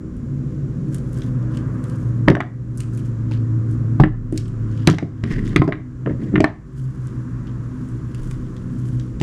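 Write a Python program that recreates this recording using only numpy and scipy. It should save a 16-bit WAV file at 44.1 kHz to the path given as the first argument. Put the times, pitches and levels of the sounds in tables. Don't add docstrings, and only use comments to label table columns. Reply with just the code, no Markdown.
import sys
import numpy as np
from scipy import signal
from scipy.fft import rfft, irfft
from scipy.io import wavfile
from scipy.ndimage import uniform_filter1d

SR = 44100
rng = np.random.default_rng(int(sys.argv[2]) if len(sys.argv) > 2 else 0)


def persist_wave(psi):
    counts = np.round(np.clip(psi, -1, 1) * 32767).astype(np.int16)
    wavfile.write(sys.argv[1], SR, np.atleast_2d(counts).T)


N = 406602
TIME = np.arange(N) / SR
HIT_TIME = TIME[:SR // 3]


def from_db(db):
    return 10 ** (np.asarray(db) / 20)

def unit_power(x):
    return x / np.sqrt(np.mean(x ** 2) + 1e-20)

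def automation(rows):
    times, *columns = np.transpose(rows)
    return [np.interp(TIME, times, column) for column in columns]

def at_hz(points, hz, column=1):
    points = np.array(points)
    return np.interp(np.log(hz), np.log(points[:, 0]), points[:, column])

def colour(x, spectrum):
    size = 8192
    hz = np.maximum(np.fft.rfftfreq(size, 1 / SR), 1)
    octaves_outside = np.log2(np.maximum(1, np.maximum(spectrum[0][0] / hz, hz / spectrum[-1][0])))
    cepstrum = irfft(np.log(from_db(at_hz(spectrum, hz) - 24 * octaves_outside)))
    kernel = irfft(np.exp(rfft(2 * cepstrum[:size // 2], size)))[:size // 2]
    return signal.oaconvolve(x, kernel / np.linalg.norm(kernel))[:len(x)]

def shifted(spectrum, ratio):
    return [(hz * ratio, db) for hz, db in spectrum]

def noise(spectrum):
    return colour(rng.standard_normal(N), spectrum)

def drift(rate_hz):
    hop, settle = 40, 2000
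    pole = np.exp(-2 * np.pi * rate_hz * hop / SR)
    white = rng.standard_normal(N // hop + settle + 2)
    slow = signal.lfilter([1], [1, -2 * pole, pole * pole], white)[settle:]
    return np.interp(np.arange(N) / hop, np.arange(len(slow)), unit_power(slow))

def swell(s, half_s):
    return 1 / (1 + ((TIME - s) / half_s) ** 2)

def gate(start, end, attack_s, release_s):
    return np.clip(1 + np.minimum((TIME - start) / attack_s, (end - TIME) / release_s), 0, 1)

def add(track, s, sound):
    start = max(round(s * SR), 0)
    track[start:start + len(sound)] += sound[:N - start]


# f/Hz, level/dB
RUMBLE_EQ = [(70, -10.5), (90, 5), (130, 10), (190, 3.5), (245, 3), (320, -8), (385, -9), (440, -14.5),
             (520, -18.5), (700, -27), (1100, -45.5)]
WASH_EQ = [(450, 6.5), (750, -6), (1050, 8.5), (1600, 3.5), (2100, -9), (2800, -20), (4000, -44)]
HISS_EQ = [(1500, 16), (3000, 4.5), (5000, 1.5), (7200, 5.5), (8500, -3.5), (10000, -3), (12000, -14.5),
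           (16000, -21.5)]
# t/s, relative level/dB
RUMBLE_RIDE = [(0, -34.5), (.65, -31), (2.2, -31), (2.7, -33.5), (3.3, -32.5), (3.9, -29.5), (4.6, -32.5),
               (6.9, -37), (7.7, -34.5), (9.2, -33.5)]
HISS_RIDE = [(0, -3.5), (0.5, 0)]
# f/Hz, level/dB relative to its ride
DRONE_TONES = [(95, -27.5), (187, -11), (250, -3.5), (313, -7), (379, -15.5), (500, -23.5)]
# closest t/s, half length/s, level/dB before trim
CAR_PASSES = [(1.714, 0.43, -47.5), (3.709, 1, -54.5), (5.185, 1, -53), (7.413, 0.87, -53),
              (8.49, 0.78, -56)]

def traffic_and_hiss(rumble_trim_db=3.5, wash_trim_db=2, far_road_db=-59, hiss_db=-60):
    rumble_ride, = automation(RUMBLE_RIDE)
    hiss_ride, = automation(HISS_RIDE)
    car_power = sum((from_db(db) * swell(s, half)) ** 2 for s, half, db in CAR_PASSES)
    wash_gain = from_db(wash_trim_db) * np.sqrt(from_db(far_road_db) ** 2 + car_power)
    rumble = from_db(rumble_trim_db) * noise(RUMBLE_EQ)
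    for hz, db in DRONE_TONES:
        phase = 2 * np.pi * hz * TIME
        rumble += from_db(db) * (drift(2.88) * np.sin(phase) + drift(7.55) * np.cos(phase))
    wash = wash_gain * noise(WASH_EQ)
    hiss = from_db(hiss_db + hiss_ride) * noise(HISS_EQ)
    return from_db(rumble_ride) * rumble + wash + hiss


# t/s, f/Hz, level/dB before trim
ENGINE_CURVES = [
    [(0, 122, -51), (1.3, 123.5, -21.5), (1.8, 116.9, -27.5), (2.2, 118.3, -17.5), (2.7, 119.9, -25.5),
     (3.2, 113.8, -19.5), (3.85, 113.8, -18.5), (5.4, 107.5, -25.5), (5.9, 126, -29), (6.4, 124.5, -28)],
    [(6.7, 131.5, -16), (7.3, 127.7, -43), (8, 124.6, -32), (8.7, 124.9, -31.5), (8.93, 123.6, -18.5),
     (9.2, 120.8, -35.5)],
    [(6.7, 125.3, -27.5), (7.7, 119.3, -27), (8.7, 109.6, -41)],
    [(.15, 139, -26), (2.2, 140.8, -30.5), (5.6, 139.7, -36.5)],
]

def engines(trim_db=-1, waver=0.21, fade_s=0.11):
    out = np.zeros(N)
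    for curve in ENGINE_CURVES:
        hz, db = automation(curve)
        start, end = curve[0][0], curve[-1][0]
        phase = 2 * np.pi * (np.cumsum(hz) / SR - hz[0] * start)
        hum = (1 + waver * drift(21)) * np.sin(phase) + waver * drift(5.6) * np.cos(phase)
        out += gate(start + fade_s, end, fade_s, fade_s) * from_db(db + trim_db) * np.sqrt(2) * hum
    return out


# f/Hz, level/dB
SWAY_EQ = [(20, -5), (28, -10), (32.5, 3), (38, -13.5), (47, 3), (62, 5.5), (80, -7.5)]
# t/s, level/dB
TABLE_JOLTS = [(4.001, -13), (5.326, -17.5), (8.199, -24)]

def table_sway(sway_db=-36, rock_hz=30.7, rock_t60_s=1.6):
    out = from_db(sway_db) * noise(SWAY_EQ)
    t = TIME[:2 * SR]
    for s, db in TABLE_JOLTS:
        add(out, s, from_db(db - 60 * t / rock_t60_s) * np.sin(2 * np.pi * rock_hz * t))
    return out


# f/Hz, level/dB
WHINE_TONES = [(4934, -80.5), (5618, -76), (5917, -80), (7018, -77), (7591, -80.5)]

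def electrical_whine():
    return sum(from_db(db) * np.sin(2 * np.pi * hz * TIME) for hz, db in WHINE_TONES)


# f/Hz, level/dB
ROAR_EQ = [(330, -7.5), (450, 1.5), (540, 1.5), (680, -13.5)]

def vehicle_roar(closest_s=1.6, half_s=0.88, peak_db=-47):
    return from_db(peak_db) * swell(closest_s, half_s) * noise(ROAR_EQ)


def fracture(burst_db, burst_t60, crumb_db, crumb_t60, split_db, attack_s=0.0011):
    t = HIT_TIME
    burst, crumbs = rng.standard_normal((2, len(t)))
    clumps = unit_power(uniform_filter1d(rng.standard_normal(len(t)), size=90) ** 2)
    burst *= from_db(burst_db - 60 * t / burst_t60)
    crumbs *= clumps * from_db(crumb_db - 60 * t / crumb_t60)
    out = (burst + crumbs) * np.minimum(t / attack_s, 1)
    out[round(attack_s * SR)] += from_db(split_db)
    return out


# f/Hz, level/dB
EDGE_EQ = [(3000, -21), (5000, -0.5), (7500, 8), (9500, 10.5), (12000, -5.5), (16000, -17.5)]
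CHIP_EQ = [(900, -23), (1500, 1.5), (2300, -6), (3100, 1.5), (4000, -9), (5000, -6.5), (7000, -15.5)]
# t/s, edge and body level/dB before trim, crumbs relative level/dB, edge f/Hz, body f/Hz
SOAP_SNAPS = [(0.167, -47, -58, -19, 9000, 3300), (0.9447, -22.5, -43, -23, 9200, 3300),
              (0.982, -36, -47, -22, 8500, 4600), (1.13, -36, -57, -24, 9500, 3000),
              (1.142, -42, -58, -21, 9350, 3000), (1.219, -51, -32.5, -25, 7500, 3500),
              (1.427, -50, -46, -22, 7000, 3300), (1.571, -32.5, -31, -25, 8100, 3080),
              (1.8397, -32.5, -40, -22, 8900, 3400), (1.898, -36, -46, -17, 8700, 2900),
              (2.7739, -25, -58, -30, 9100, 2960), (2.78, -29, -65, -24, 8500, 3040),
              (2.8038, -20, -32, -19.5, 8400, 2680), (2.834, -39, -42, -23, 7800, 2600),
              (2.974, -31.5, -45, -15, 8900, 2400), (3.3116, -47, -34, -13.5, 8800, 2640),
              (3.349, -56, -42, -17, 7000, 3080), (3.712, -40, -70, -17, 9000, 3000),
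              (4.324, -29, -41, -17, 8600, 2980), (4.3754, -12.5, -15.5, -44, 7200, 4640),
              (4.4554, -46, -38, -23, 7500, 2990), (4.4798, -36, -41.5, -25, 8250, 3100),
              (4.713, -41.5, -51, -18, 6500, 4970), (4.774, -40, -47, -16.5, 7300, 2770),
              (4.8733, -16, -31, -41, 10000, 3230), (4.8981, -14.5, -11.5, -23, 6430, 3270),
              (5.4763, -39.5, -34.5, -19.5, 6450, 3780), (5.642, -44, -34.5, -19, 6470, 4400),
              (7.0705, -35.5, -52, -16, 8100, 3300), (7.4696, -68, -41.5, -19, 8030, 3194),
              (7.887, -42, -58, -18, 8400, 3200), (8.1461, -34.5, -36.5, -27, 9000, 3172),
              (8.2311, -43, -53, -13, 9000, 3200), (8.311, -30.5, -34, -26, 8530, 2240),
              (8.5652, -45, -39.5, -23, 7460, 3530), (8.879, -45, -56, -13, 9000, 3220),
              (8.997, -38, -33, -32, 6400, 3470), (9.2, -45, -31, -32, 6500, 3593)]

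def soap_snaps(edge_trim_db=-5.5, body_trim_db=1):
    mid_edge_hz, mid_chip_hz = 8900, 3100
    hits = []
    for s, edge_db, body_db, crumb_db, edge_hz, body_hz in SOAP_SNAPS:
        edge = fracture(burst_db=-5, burst_t60=0.023, crumb_db=crumb_db, crumb_t60=0.12, split_db=12.5)
        body = fracture(burst_db=-4.5, burst_t60=0.023, crumb_db=crumb_db + 3, crumb_t60=0.24, split_db=9)
        edge = from_db(edge_db + edge_trim_db) * colour(edge, shifted(EDGE_EQ, edge_hz / mid_edge_hz))
        body = from_db(body_db + body_trim_db) * colour(body, shifted(CHIP_EQ, body_hz / mid_chip_hz))
        hits.append((s, edge + body))
    return hits


def grains(per_s, clump_db):
    onsets = rng.random(N) < per_s / SR
    return unit_power(onsets * rng.standard_normal(N) * from_db(clump_db * drift(40)))


# f/Hz, level/dB
RASP_EQ = [(1500, 16.5), (2800, -15), (4500, 2.5), (7000, 7.5), (9800, 3.5), (12000, -5), (16000, -10.5)]
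# middle t/s, half length/s, rasp level/dB, crumble level/dB before trim
KNIFE_STROKES = [(0.951, 0.014, -45.5, -52), (1.196, 0.062, -53.5, -56), (1.554, 0.033, -62.5, -56),
                 (1.941, 0.15, -59.5, -65), (2.807, 0.017, -47, -55.5), (2.949, 0.01, -52.5, -72),
                 (2.997, 0.011, -56.5, -54), (3.064, 0.02, -59, -61.5), (3.332, 0.012, -59.5, -46.5),
                 (3.717, 0.026, -59, -65), (4.386, 0.021, -50, -45), (4.859, 0.086, -68, -51.5),
                 (5.316, 0.02, -51.5, -38), (5.473, 0.051, -57.5, -49.5), (6.243, 0.0077, -58, -51.5),
                 (6.804, 0.051, -55.5, -60), (7.038, 0.13, -64.5, -68.5), (7.837, 0.12, -66.5, -67.5),
                 (8.27, 0.1, -57.5, -57.5), (8.878, 0.16, -60, -62.5)]

def blade(crumble_trim_db=-1):
    rasp_gain, crumble_gain = np.zeros((2, N))
    for s, half_s, rasp_db, crumble_db in KNIFE_STROKES:
        force = swell(s, half_s)
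        rasp_gain += from_db(rasp_db) * force
        crumble_gain += from_db(crumble_db + crumble_trim_db) * force
    rasp = colour(grains(per_s=2200, clump_db=2.5), RASP_EQ)
    crumble = colour(grains(per_s=2200, clump_db=2.5), CHIP_EQ)
    return rasp_gain * rasp + crumble_gain * crumble


def strike(modes, spread_db, detune, contact_hz, transpose=1):
    hz, db, t60 = np.transpose(modes)[:, :, None]
    level_offset, pitch_offset = rng.standard_normal((2, len(modes), 1))
    decay = from_db(db + spread_db * level_offset - 60 * HIT_TIME / t60)
    rings = decay * np.sin(2 * np.pi * hz * transpose * (1 + detune * pitch_offset) * HIT_TIME)
    rings[1::3] *= -1
    return signal.sosfilt(signal.butter(4, contact_hz, fs=SR, output="sos"), rings.sum(axis=0))


# f/Hz, relative level/dB, t60/s
BOOM_MODES = [(105.5, -10, 0.3), (144, 9, 0.04), (187.4, -4.5, 0.1)]
THUD_MODES = [(235.7, 0, 0.055), (251.7, -2.5, 0.1), (308.7, 0, 0.18), (349.6, 8, 0.022),
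              (406, -3.5, 0.076)]
SLAP_MODES = [(496, -0.5, 0.028), (516, -1, 0.015), (643, -6, 0.054), (784, -5, 0.034),
              (1000, -11.5, 0.026), (1040, -10.5, 0.011)]
KNOCK_MODES = [(1340, -13, 0.0056), (1600, -7.5, 0.006), (1822, 3.5, 0.01), (2020, -2.5, 0.0098),
               (2186, -5, 0.0055), (2560, -10, 0.0067), (3000, -9.5, 0.0044), (3580, -12.5, 0.0042)]
# f/Hz, level/dB
CLATTER_EQ = [(400, -4.5), (700, -11), (1100, 6), (1850, 5), (2500, -7), (3500, -14.5), (4500, -33.5)]
CRACK_EQ = [(2500, 14.5), (4500, 12.5), (7500, 5.5), (10000, -7), (13000, -28.5), (16000, -35.5)]
# t/s, knock, boom, thud, slap and crack level/dB before trim, knock f/Hz, slap f/Hz
LANDINGS = [(2.278, -23, -6.5, -7, -13, -56, 1760, 1054), (2.2818, -5, -10.5, -7.5, -4, -24, 1850, 631),
            (2.2911, -28, -39, -12.5, -23, -54, 1560, 605), (2.2992, -14, -3.5, -3.5, -33, -25, 1900, 636),
            (2.315, -23, -36, -11, -23, -45, 1700, 810), (2.3503, -11.5, -8, -22, -22, -27.5, 1670, 880),
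            (2.367, -18, -25, -19, -12.5, -56, 1750, 710),
            (2.4029, -8.5, -38, -17.5, -13.5, -28, 1980, 1000),
            (3.3123, -45, -37, -38, -33.5, -53, 2070, 760), (3.9987, -17, -0.5, -6.5, -10, -24, 1400, 939),
            (4.02, -36, -6.5, -11, -38, -60, 1610, 614), (4.0354, -5, -32, -6.5, -10.5, -33, 1800, 725),
            (4.325, -43, -19, -13.5, -42, -53, 1910, 500), (4.871, -21, -24, -28, -29, -7.5, 2240, 876),
            (4.874, -11, 0, -6, -17, -21, 1940, 770), (4.8855, -11, -18, -9.5, -13, -31, 1690, 593),
            (4.935, -23, -27, -21.5, -29, -54, 1710, 1020), (4.983, -15, -44, -34, -22, -23, 2110, 730),
            (5.026, -29, -15.5, -13, -14, -43, 2150, 522),
            (5.236, -21.5, -13, -18.5, -27, -27.5, 1940, 600), (5.5291, -34, -35, -38, -48, -55, 1950, 746),
            (5.5597, -3.5, -12.5, -8, -16.5, -16.5, 2176, 703),
            (5.596, -48, -3, -21.5, -45, -62, 1790, 600), (5.618, -20, -14.5, -5, -11.5, -34, 2140, 1140),
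            (5.676, -18, -13.5, -5, -17, -32, 1705, 812), (5.688, -31, -19.5, -48, -15, -36, 1715, 677),
            (5.722, -10, -41, -21, -25, -37, 1990, 1210), (6.06, -20.5, -21, -19, -26, -57, 1630, 640),
            (6.072, -37, -34, -27.5, -13.5, -70, 1480, 519), (6.095, -33, -32, -26.5, -21, -66, 1800, 437),
            (6.108, -42, -21, -23, -22, -66, 1820, 527), (6.3389, -38.5, -18.5, -15, -41, -58, 1380, 497),
            (6.3551, -10, -22.5, -15.5, -26.5, -58, 1934, 760), (6.378, -32, -11, -13, -26, -55, 1930, 680),
            (6.403, -14, -14, -4, -10, -19.5, 2450, 688), (6.4413, -1, -24, -7.5, -8, -23, 1890, 940),
            (9.2115, -29, -13, -21, -26, -25.5, 2110, 770)]

def falling_pieces(knock_delay_s=0.0015):
    mid_knock_hz, mid_slap_hz = 1857, 750
    hits = []
    for s, knock_db, boom_db, thud_db, slap_db, crack_db, knock_hz, slap_hz in LANDINGS:
        pitch, slap_pitch = knock_hz / mid_knock_hz, slap_hz / mid_slap_hz
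        boom = strike(BOOM_MODES, spread_db=2, detune=0.094, contact_hz=616)
        thud = strike(THUD_MODES, spread_db=2.57, detune=0.0093, contact_hz=690)
        slap = strike(SLAP_MODES, spread_db=2.5, detune=0.072, contact_hz=1664, transpose=slap_pitch)
        knock = strike(KNOCK_MODES, spread_db=3, detune=0.014, contact_hz=3420, transpose=pitch)
        clatter = fracture(burst_db=1, burst_t60=0.042, crumb_db=-3, crumb_t60=0.091, split_db=17)
        crack = fracture(burst_db=-4, burst_t60=0.013, crumb_db=-29, crumb_t60=0.051, split_db=5.5)
        table = from_db(boom_db + 1.5) * boom + from_db(thud_db - 1) * thud + from_db(slap_db + 4) * slap
        piece = (from_db(knock_db - 1.5) * knock
                 + from_db(knock_db - 9) * colour(clatter, shifted(CLATTER_EQ, pitch))
                 + from_db(crack_db + 7) * colour(crack, CRACK_EQ))
        hits += [(s, table), (s + knock_delay_s, piece)]
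    return hits


# f/Hz, level/dB
SLIDE_EQ = [(90, -2.5), (140, 2), (300, -6), (450, -16), (700, -38), (1000, -44)]
SCUFF_EQ = [(600, 3), (1200, 8.5), (1550, 16), (1900, 25.5), (2400, 8.5), (3300, 0.5), (5000, -1.5),
            (9000, -13.5)]
# t/s, length/s, rumble level/dB, scuff level/dB
HAND_SHOVES = [(5.241, 0.029, -25.5, -44), (5.306, 0.019, -21.5, -35.5), (5.366, 0.23, -21, -45.5),
               (6.071, 0.033, -19, -50), (6.204, 0.072, -21, -48.5), (6.323, 0.031, -21, -54)]

def hand_shoves(rumble_ease_db_per_s=32, scuff_ease_db_per_s=21.5):
    rumble = noise(SLIDE_EQ)
    scuff = colour(grains(per_s=7000, clump_db=4.5), SCUFF_EQ)
    out = np.zeros(N)
    for s, length, rumble_db, scuff_db in HAND_SHOVES:
        age = np.clip(TIME - s, 0, length)
        push = (from_db(rumble_db - rumble_ease_db_per_s * age) * rumble
                + from_db(scuff_db - scuff_ease_db_per_s * age) * scuff)
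        out += gate(s, s + length, attack_s=0.0099, release_s=0.064) * push
    return out


# f/Hz, level/dB, t60/s
ROOM_REVERB = [(101, 1.5, 0.4), (304, -6.5, 0.28), (700, -6.5, 0.25), (1300, -10.5, 0.28),
               (1900, -13, 0.32), (2800, -14, 0.27), (4500, -10.5, 0.25), (8100, -15, 0.42),
               (15940, -21.5, .12)]

def room(hits, predelay_s=0.0031):
    edges = 70 * 2 ** (np.arange(17) / 2)
    build_up = np.clip(HIT_TIME / predelay_s - 1, 0, 1)
    bands, fades = [], []
    for low, high in zip(edges, edges[1:]):
        hz = np.sqrt(low * high)
        fade = from_db(-60 * HIT_TIME / at_hz(ROOM_REVERB, hz, column=2)) * build_up
        fades.append(from_db(at_hz(ROOM_REVERB, hz)) * fade / np.linalg.norm(fade))
        bandpass = signal.butter(2, [low, high], "band", fs=SR, output="sos")
        bands.append(signal.sosfilt(bandpass, rng.standard_normal(2 * SR)))
    out = np.zeros(N)
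    for s, sound in hits:
        spot = rng.integers(SR)
        tail = sum(fade * band[spot:spot + len(fade)] for fade, band in zip(fades, bands))
        add(out, s, sound)
        add(out, s, signal.fftconvolve(sound, tail))
    return out


def scene():
    close_up = room(falling_pieces() + soap_snaps()) + blade() + hand_shoves() + table_sway()
    return (close_up + engines() + traffic_and_hiss() + vehicle_roar() + electrical_whine())[None]

def gain_control(x, threshold_db=-4, depth_db=10, release_db_per_s=17, attack_s=0.039):
    over_db = np.clip(20 * np.log10(np.abs(x) + 1e-9) - threshold_db, 0, depth_db)
    release = release_db_per_s * TIME
    held_db = np.maximum.accumulate(over_db + release, axis=-1) - release
    pole = np.exp(-1 / (attack_s * SR))
    return x * from_db(-signal.lfilter([1 - pole], [1, -pole], held_db))

def record(dry):
    clipped = np.clip(gain_control(dry), -1, 1)
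    return signal.sosfilt(signal.cheby2(12, 70, 16000, fs=SR, output="sos"), clipped)


dry = scene()
out = record(dry)
persist_wave(out)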